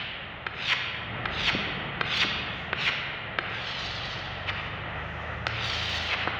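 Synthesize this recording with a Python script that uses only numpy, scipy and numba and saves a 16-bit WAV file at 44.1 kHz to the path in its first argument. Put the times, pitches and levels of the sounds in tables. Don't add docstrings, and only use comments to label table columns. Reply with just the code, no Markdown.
import sys
import numpy as np
from scipy import signal
from scipy.fft import rfft, irfft, next_fast_len
from scipy.io import wavfile
from scipy.ndimage import uniform_filter1d
from numba import njit

SR = 44100
rng = np.random.default_rng(int(sys.argv[2]) if len(sys.argv) > 2 else 0)


def master(y):
    cut = np.clip(np.atleast_2d(y).T, -1, 1)
    pcm = np.round(cut * 32767)
    wavfile.write(sys.argv[1], SR, pcm.astype(np.int16))


N = 281881
TIME = np.arange(N) / SR


def from_db(db):
    return 10 ** (np.asarray(db) / 20)


def rms_one(x):
    return x / np.sqrt(np.mean(x ** 2) + 1e-20)


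def evened(x, size):
    return x / np.sqrt(np.abs(uniform_filter1d(x ** 2, size)) + 1e-20)


def at_hz(points, hz):
    table_hz, value = np.transpose(points)
    return np.interp(np.log(np.maximum(hz, 1)), np.log(table_hz), value)


def coloured(x, spectrum):
    size = next_fast_len(N + SR // 10)
    gain = from_db(at_hz(spectrum, np.fft.rfftfreq(size, 1 / SR)))
    return irfft(rfft(x, size) * gain, size)[:N]


def cut(x, hz, kind, order=2):
    return signal.sosfilt(signal.butter(order, hz, kind, fs=SR, output="sos"), x)


def drift(per_s):
    return rms_one(np.interp(TIME * per_s, np.arange(N), rng.standard_normal(N)))


def swell(peak_s, attack_s, release_s):
    return np.exp(-((TIME - peak_s) / np.where(TIME < peak_s, attack_s, release_s)) ** 2)


def ring(x, modes):
    out = 0
    for k, (hz, db, t60_s) in enumerate(modes):
        decay, angle = from_db(-60 / (t60_s * SR)), 2 * np.pi * hz / SR
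        swing = signal.lfilter([0, np.sin(angle)], [1, -2 * decay * np.cos(angle), decay ** 2], x + 1e-18)
        out = out + (-1) ** k * from_db(db + rng.normal(0, 1)) * swing
    return out


# frequency_hz, t60_s
ROOM_DECAY = [(200, 1.6), (700, 2.2), (2000, 2.0), (3000, 1.85), (4000, 1.2), (5000, .8), (6500, .6),
              (8000, .4), (12000, .2)]
# frequency_hz, gain_db
ROOM_COLOUR = [(200, -10), (700, -2), (2000, -1.5), (3000, -1.5), (4000, -2.5), (6000, -4.5), (9000, -19),
               (14000, -16.5)]
def classroom(build_s=0.022):
    t = TIME[:3 * SR]
    hz, white = np.fft.rfftfreq(len(t), 1 / SR), rfft(rng.standard_normal(len(t)))
    edges_hz, out = np.geomspace(80, 16000, 56), 0
    for low, high in zip(edges_hz, edges_hz[1:]):
        centre_hz = np.sqrt(low * high)
        band = irfft(white * ((hz >= low) & (hz < high)))
        fade = from_db(-60 * t / at_hz(ROOM_DECAY, centre_hz)) * (1 - np.exp(-t / build_s))
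        out = out + from_db(at_hz(ROOM_COLOUR, centre_hz)) * band * fade / np.linalg.norm(fade)
    return out


# frequency_hz, gain_db
BOARD_COLOUR = [(150, -5), (600, 1.5), (1250, -0.5), (2000, 0), (3000, 0), (4000, -7), (5000, -14.5),
                (6500, -22), (8000, -37), (11000, -49.5), (13000, -56.5), (15500, -45.5)]
def dying_echo(room, level_db=-35.5, pitch_hz=2150, ago_s=0.24):
    tail = np.pad(room[round(ago_s * SR):], (0, N))[:N]
    octave = cut(cut(tail, pitch_hz, "high"), pitch_hz * 2, "low")
    echo = coloured(octave, BOARD_COLOUR)
    return from_db(level_db) * echo / np.std(echo[:SR // 10])


# frequency_hz, gain_db
MURMUR_COLOUR = [(150, -6.5), (350, -3.5), (580, 1.5), (760, 3), (1000, -2), (1330, 3), (1620, -2),
                 (1930, 5), (2150, -4.5), (2600, -3), (3300, -10.5), (4000, -20), (5000, -34.5),
                 (8500, -56)]
# frequency_hz, gain_db
RUMBLE_COLOUR = [(25, -32.5), (45, -2.5), (58, -4.5), (70, -6), (100, -6.5), (113, -1), (122, -2),
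                 (132, -1), (150, -2), (185, -1), (260, -11), (450, -11.5), (900, -42), (2000, -74)]
def street(murmur_db=-42.5, rise_db_per_s=1.0, rumble_db=-49.5, hiss_db=-93):
    passing = swell(1.265, attack_s=0.22, release_s=1.7)
    pass_murmur_db, pass_rumble_db, waver_db = -38.5, -39, 0.5
    murmur = rms_one(cut(coloured(rng.standard_normal(N), MURMUR_COLOUR), 6000, "low"))
    murmur *= from_db(waver_db * drift(12))
    murmur *= np.hypot(from_db(murmur_db + rise_db_per_s * TIME), from_db(pass_murmur_db) * passing)
    rumble = rms_one(coloured(rng.standard_normal(N), RUMBLE_COLOUR))
    rumble *= np.hypot(from_db(rumble_db), from_db(pass_rumble_db) * passing)
    return murmur + rumble + from_db(hiss_db) * rng.standard_normal(N)


# pitch_hz, level_db
HUM_TONES = [(112, -51), (131, -57)]
def hum(waver_db=4.5, wander_rad=0.66):
    out = 0
    for hz, db in HUM_TONES:
        amplitude = np.sqrt(2) * from_db(db + waver_db * drift(2.7))
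        out = out + amplitude * np.sin(2 * np.pi * hz * TIME + wander_rad * drift(4))
    return out


# centre_hz, width_hz, gain_db
ROOM_RESONANCES = [(46.4, 13, -9.5), (60.3, 4.4, -8.5), (73, 3.1, -5.5), (78.9, 4.7, 2.5), (96.4, 4, -2),
                   (110.7, 4.5, -2.5), (128, 7.6, -9.5), (148.3, 8.2, -4.5), (181.3, 13, -8)]
def engine(idle_hz=19.3, pull_away_s=2.0, rise_hz_per_s=1.96, flutter_db=2.5, wander_rad=0.66):
    idle_db, loaded_db, load_time_s = -54, -41.5, 2.2
    pulling_s = np.maximum(TIME - pull_away_s, 0)
    cycle_hz = idle_hz + rise_hz_per_s * pulling_s
    gain_db = np.interp(pulling_s, [0, load_time_s], [idle_db, loaded_db])
    phase = 2 * np.pi * np.cumsum(cycle_hz) / SR
    out, total_power = 0, 0
    for order in range(2, 9):
        power = sum(from_db(db) ** 2 / (1 + (2 * (order * cycle_hz - hz) / width_hz) ** 2)
                    for hz, width_hz, db in ROOM_RESONANCES)
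        tone = np.sin(order * phase + 2 * np.pi * rng.random() + wander_rad * drift(4.7))
        out = out + np.sqrt(2 * power) * tone * from_db(flutter_db * drift(8))
        total_power = total_power + power
    return from_db(gain_db) * out / np.sqrt(total_power.mean())


# start_s, peak_db, hardness_hz, rebound_delay_ms, rebound_relative_db
CHALK_LANDINGS = [ (0.4658, -16, 3544, 1.29, 2.5), (1.256, -12.5, 3710, 1.43, 0),
                  (2.0112, -8.5, 3930, 0.96, -1), (2.7306, -7.5, 3180, 1.66, -7),
                  (3.3867, -8.5, 3650, 0.71, -1), (5.4682, -7, 5100, 0.46, -6.5),
                  (5.4813, -25, 7000, 0.59, -6.5), (6.2746, -11.5, 1470, 3.03, -4.5), ]
# pitch_hz, gain_db, t60_s
CHALK_MODES = [(353, -13.5, 0.083), (764, -7, 0.006), (1310, 0, 0.017), (1590, 2, 0.015),
               (2030, -2.5, 0.012), (2407, -8, 0.028), (3140, -10, 0.022), (3660, -12, 0.023),
               (4200, -19, 0.054), (4930, -15.5, 0.023), (6540, -10, 0.0065)]
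def taps(dull_hz=3400, low_cut_hz=330):
    out, size = np.zeros(N + SR), SR // 10
    click = signal.unit_impulse(size)
    for start_s, peak_db, hardness_hz, delay_ms, rebound_db in CHALK_LANDINGS:
        landing = (cut(click, dull_hz, "low"), start_s, peak_db)
        rebound = (ring(click, CHALK_MODES), start_s + delay_ms / 1000, peak_db + rebound_db)
        for blow, at_s, db in (landing, rebound):
            blow = cut(cut(blow, hardness_hz, "low", order=5), low_cut_hz, "high")
            start = round(at_s * SR)
            out[start:start + size] += from_db(db) * blow / np.abs(blow).max()
    return out[:N]


# stop_s, length_s, rise_s, swell_db, top_db, top_hz,
# top_grit_db, brake_s, stop_db, stop_grit_db
CHALK_STROKES = [ (0.729, 0.21, 0.17, 17, -32, 3320, -64, 0.043, -23.5, -52),
                 (1.492, 0.21, 0.16, 15, -31, 3870, -59.5, 0.028, -21.5, -47.5),
                 (2.23, 0.2, 0.16, 10, -29.5, 3720, -50, 0.025, -22, -48.5),
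                 (2.888, 0.15, 0.1, 14, -31.5, 3240, -60, 0.035, -22.5, -45.5),
                 (4.496, 1.064, 0.32, 5, -38.5, 4170, -74.5, 0.019, -27, -86),
                 (4.678, 0.17, 0.087, 14, -43.5, 2014, -90, 0.028, -50, -90),
                 (6.139, 0.66, 0.22, 7, -34, 4060, -57.5, 0.035, -26, -68),
                 (6.234, 0.07, 0.06, 7, -34.5, 2620, -86, 0.03, -42, -85), ]
def strokes(start_hz=1780, stop_hz=2340, lift_hz=1417, touch_s=0.01, release_s=0.011):
    ease_db_per_s2, slow_per_s2 = 25, 0.55
    rasp_gain, grit_gain, age_s, speed = np.zeros((4, N))
    pitch_hz = np.full(N, float(start_hz))
    for (stop_s, length_s, rise_s, swell_db, top_db, top_hz,
         top_grit_db, brake_s, stop_db, stop_grit_db) in CHALK_STROKES:
        t = TIME - (stop_s - length_s)
        contact = np.clip(t / touch_s, 0, 1) * swell(stop_s, np.inf, release_s)
        push = np.sin(np.pi / 2 * np.clip(t / rise_s, 0, 1))
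        coast_s2 = np.clip(t - rise_s, 0, length_s) ** 2
        slowing = np.exp(-slow_per_s2 * coast_s2)
        stroke_speed = push * slowing
        dig = swell(stop_s, brake_s, np.inf)
        glide = from_db(top_db - swell_db * (1 - push) - ease_db_per_s2 * coast_s2)
        rasp_gain += contact * np.hypot(glide, from_db(stop_db) * dig)
        glide_grit = from_db(top_grit_db) * stroke_speed ** 6
        grit_gain += contact * np.hypot(glide_grit, from_db(stop_grit_db) * dig)
        free_hz = (start_hz + (top_hz - start_hz) * push) * slowing
        braked_hz = np.interp(TIME, [stop_s, stop_s + release_s], [stop_hz, lift_hz])
        stroke_hz = free_hz + (braked_hz - free_hz) * dig ** 2
        pitch_hz, age_s, speed = np.where(t >= 0, [stroke_hz, t, stroke_speed], [pitch_hz, age_s, speed])
    return rasp_gain, grit_gain, pitch_hz, age_s, speed


def slips(per_s, size_db):
    sizes = from_db(size_db * np.minimum(rng.exponential(1, N), 4)) * rng.choice([-1, 1], N)
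    return sizes * (rng.random(N) < per_s / SR)


@njit
def moving_band(x, centre_hz, q):
    out, band_state, low_state = np.zeros(len(x)), 0.0, 0.0
    for i in range(len(x)):
        tuning = np.tan(np.pi * centre_hz[i] / SR)
        out[i] = (band_state + tuning * (x[i] - low_state)) / (1 + tuning * (tuning + 1 / q))
        band_state = 2 * out[i] - band_state
        low_state += 2 * tuning * out[i]
    return out


# frequency_hz, gain_db
RUB_COLOUR = [(3000, 2.5), (4500, -13)]
# frequency_hz, gain_db
GRIT_COLOUR = [(2000, -17.5), (4500, 16), (6500, 9.5), (8300, -5), (11000, -9.5), (12800, -17.5),
               (14200, -6.5), (15500, -2.5)]
def scrape(bite_speed=0.28, waver=0.08, surge_db=3.5, judder_db=1.3):
    rasp_gain, grit_gain, pitch_hz, age_s, speed = strokes()
    pitch_hz = pitch_hz * np.exp(waver * drift(35))
    rasp = moving_band(slips(per_s=12000, size_db=2.5), np.clip(pitch_hz, 200, 9000), q=1.67)
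    rasp = evened(coloured(rasp, BOARD_COLOUR), size=600)
    rubbing = np.exp(-(speed / bite_speed) ** 6)
    rasp = rasp_gain * ((1 - rubbing) * rasp + rubbing * coloured(rasp, RUB_COLOUR))
    grit = rms_one(coloured(slips(per_s=1500, size_db=1.5), GRIT_COLOUR))
    grit *= grit_gain * from_db(surge_db * drift(40))
    direct = (rasp + grit) * from_db(judder_db * drift(170))
    treble = coloured(direct, [(2200, -22), (3500, -7), (5000, -2), (9000, -2), (13000, -10)])
    lag_s = 0.0007 + 0.0009 * age_s + 0.00003 * drift(25)
    return direct + np.interp(TIME - lag_s, TIME, treble)


# start_s, strength_db
HAND_BUMPS = [(1.5472, -13.5), (1.616, -31), (1.671, -25.5), (2.246, -18.5)]
# pitch_hz, gain_db, t60_s
BOARD_MODES = [(152.4, -27.5, 1), (205.4, -22.5, 0.85), (237, -24.5, 0.42), (294, 0, 0.02),
               (400, -5.5, 0.024), (555, -7, 0.024)]
def bumps(soft_hz=700):
    blows = np.zeros(N)
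    for start_s, db in HAND_BUMPS:
        blows[round(start_s * SR)] = from_db(db)
    return cut(ring(blows, BOARD_MODES), soft_hz, "low")


# peak_s, level_db, half_length_s
SLEEVE_SWISHES = [(2.608, -67, 0.098), (4.642, -72, 0.1), (5.221, -68.5, 0.29)]
# frequency_hz, gain_db
CLOTH_COLOUR = [(2000, -24.5), (4000, -0.5), (5600, 0.5), (6700, -5.5), (8000, -22), (11000, -26.5)]
def sleeve(rustle_db=-90):
    swishes = sum(from_db(db) * swell(peak_s, half_s, half_s) for peak_s, db, half_s in SLEEVE_SWISHES)
    cloth = rms_one(coloured(rng.standard_normal(N), CLOTH_COLOUR))
    return (from_db(rustle_db) + swishes) * cloth


def scene(tap_send_db=-1, bump_send_db=-2, echo_turns_per_s=0.33):
    room, scraping, tapping, bumping = classroom(), scrape(), taps(), bumps()
    close = tapping + scraping + bumping
    sent = scraping + from_db(tap_send_db) * tapping + from_db(bump_send_db) * bumping
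    turn = 2 * np.pi * echo_turns_per_s * TIME
    echo = signal.fftconvolve(sent * np.cos(turn), room)
    echo += signal.fftconvolve(sent * np.sin(turn), classroom())
    return (dying_echo(room) + close + echo[:N] + sleeve() + hum() + engine() + street())[None]


def record(dry, bass_hz=40, top_hz=15800):
    top_cut = signal.ellip(10, 0.1, 80, top_hz, fs=SR, output="sos")
    return signal.sosfilt(top_cut, cut(dry, bass_hz, "high", order=6))


dry = scene()
out = record(dry)
master(out)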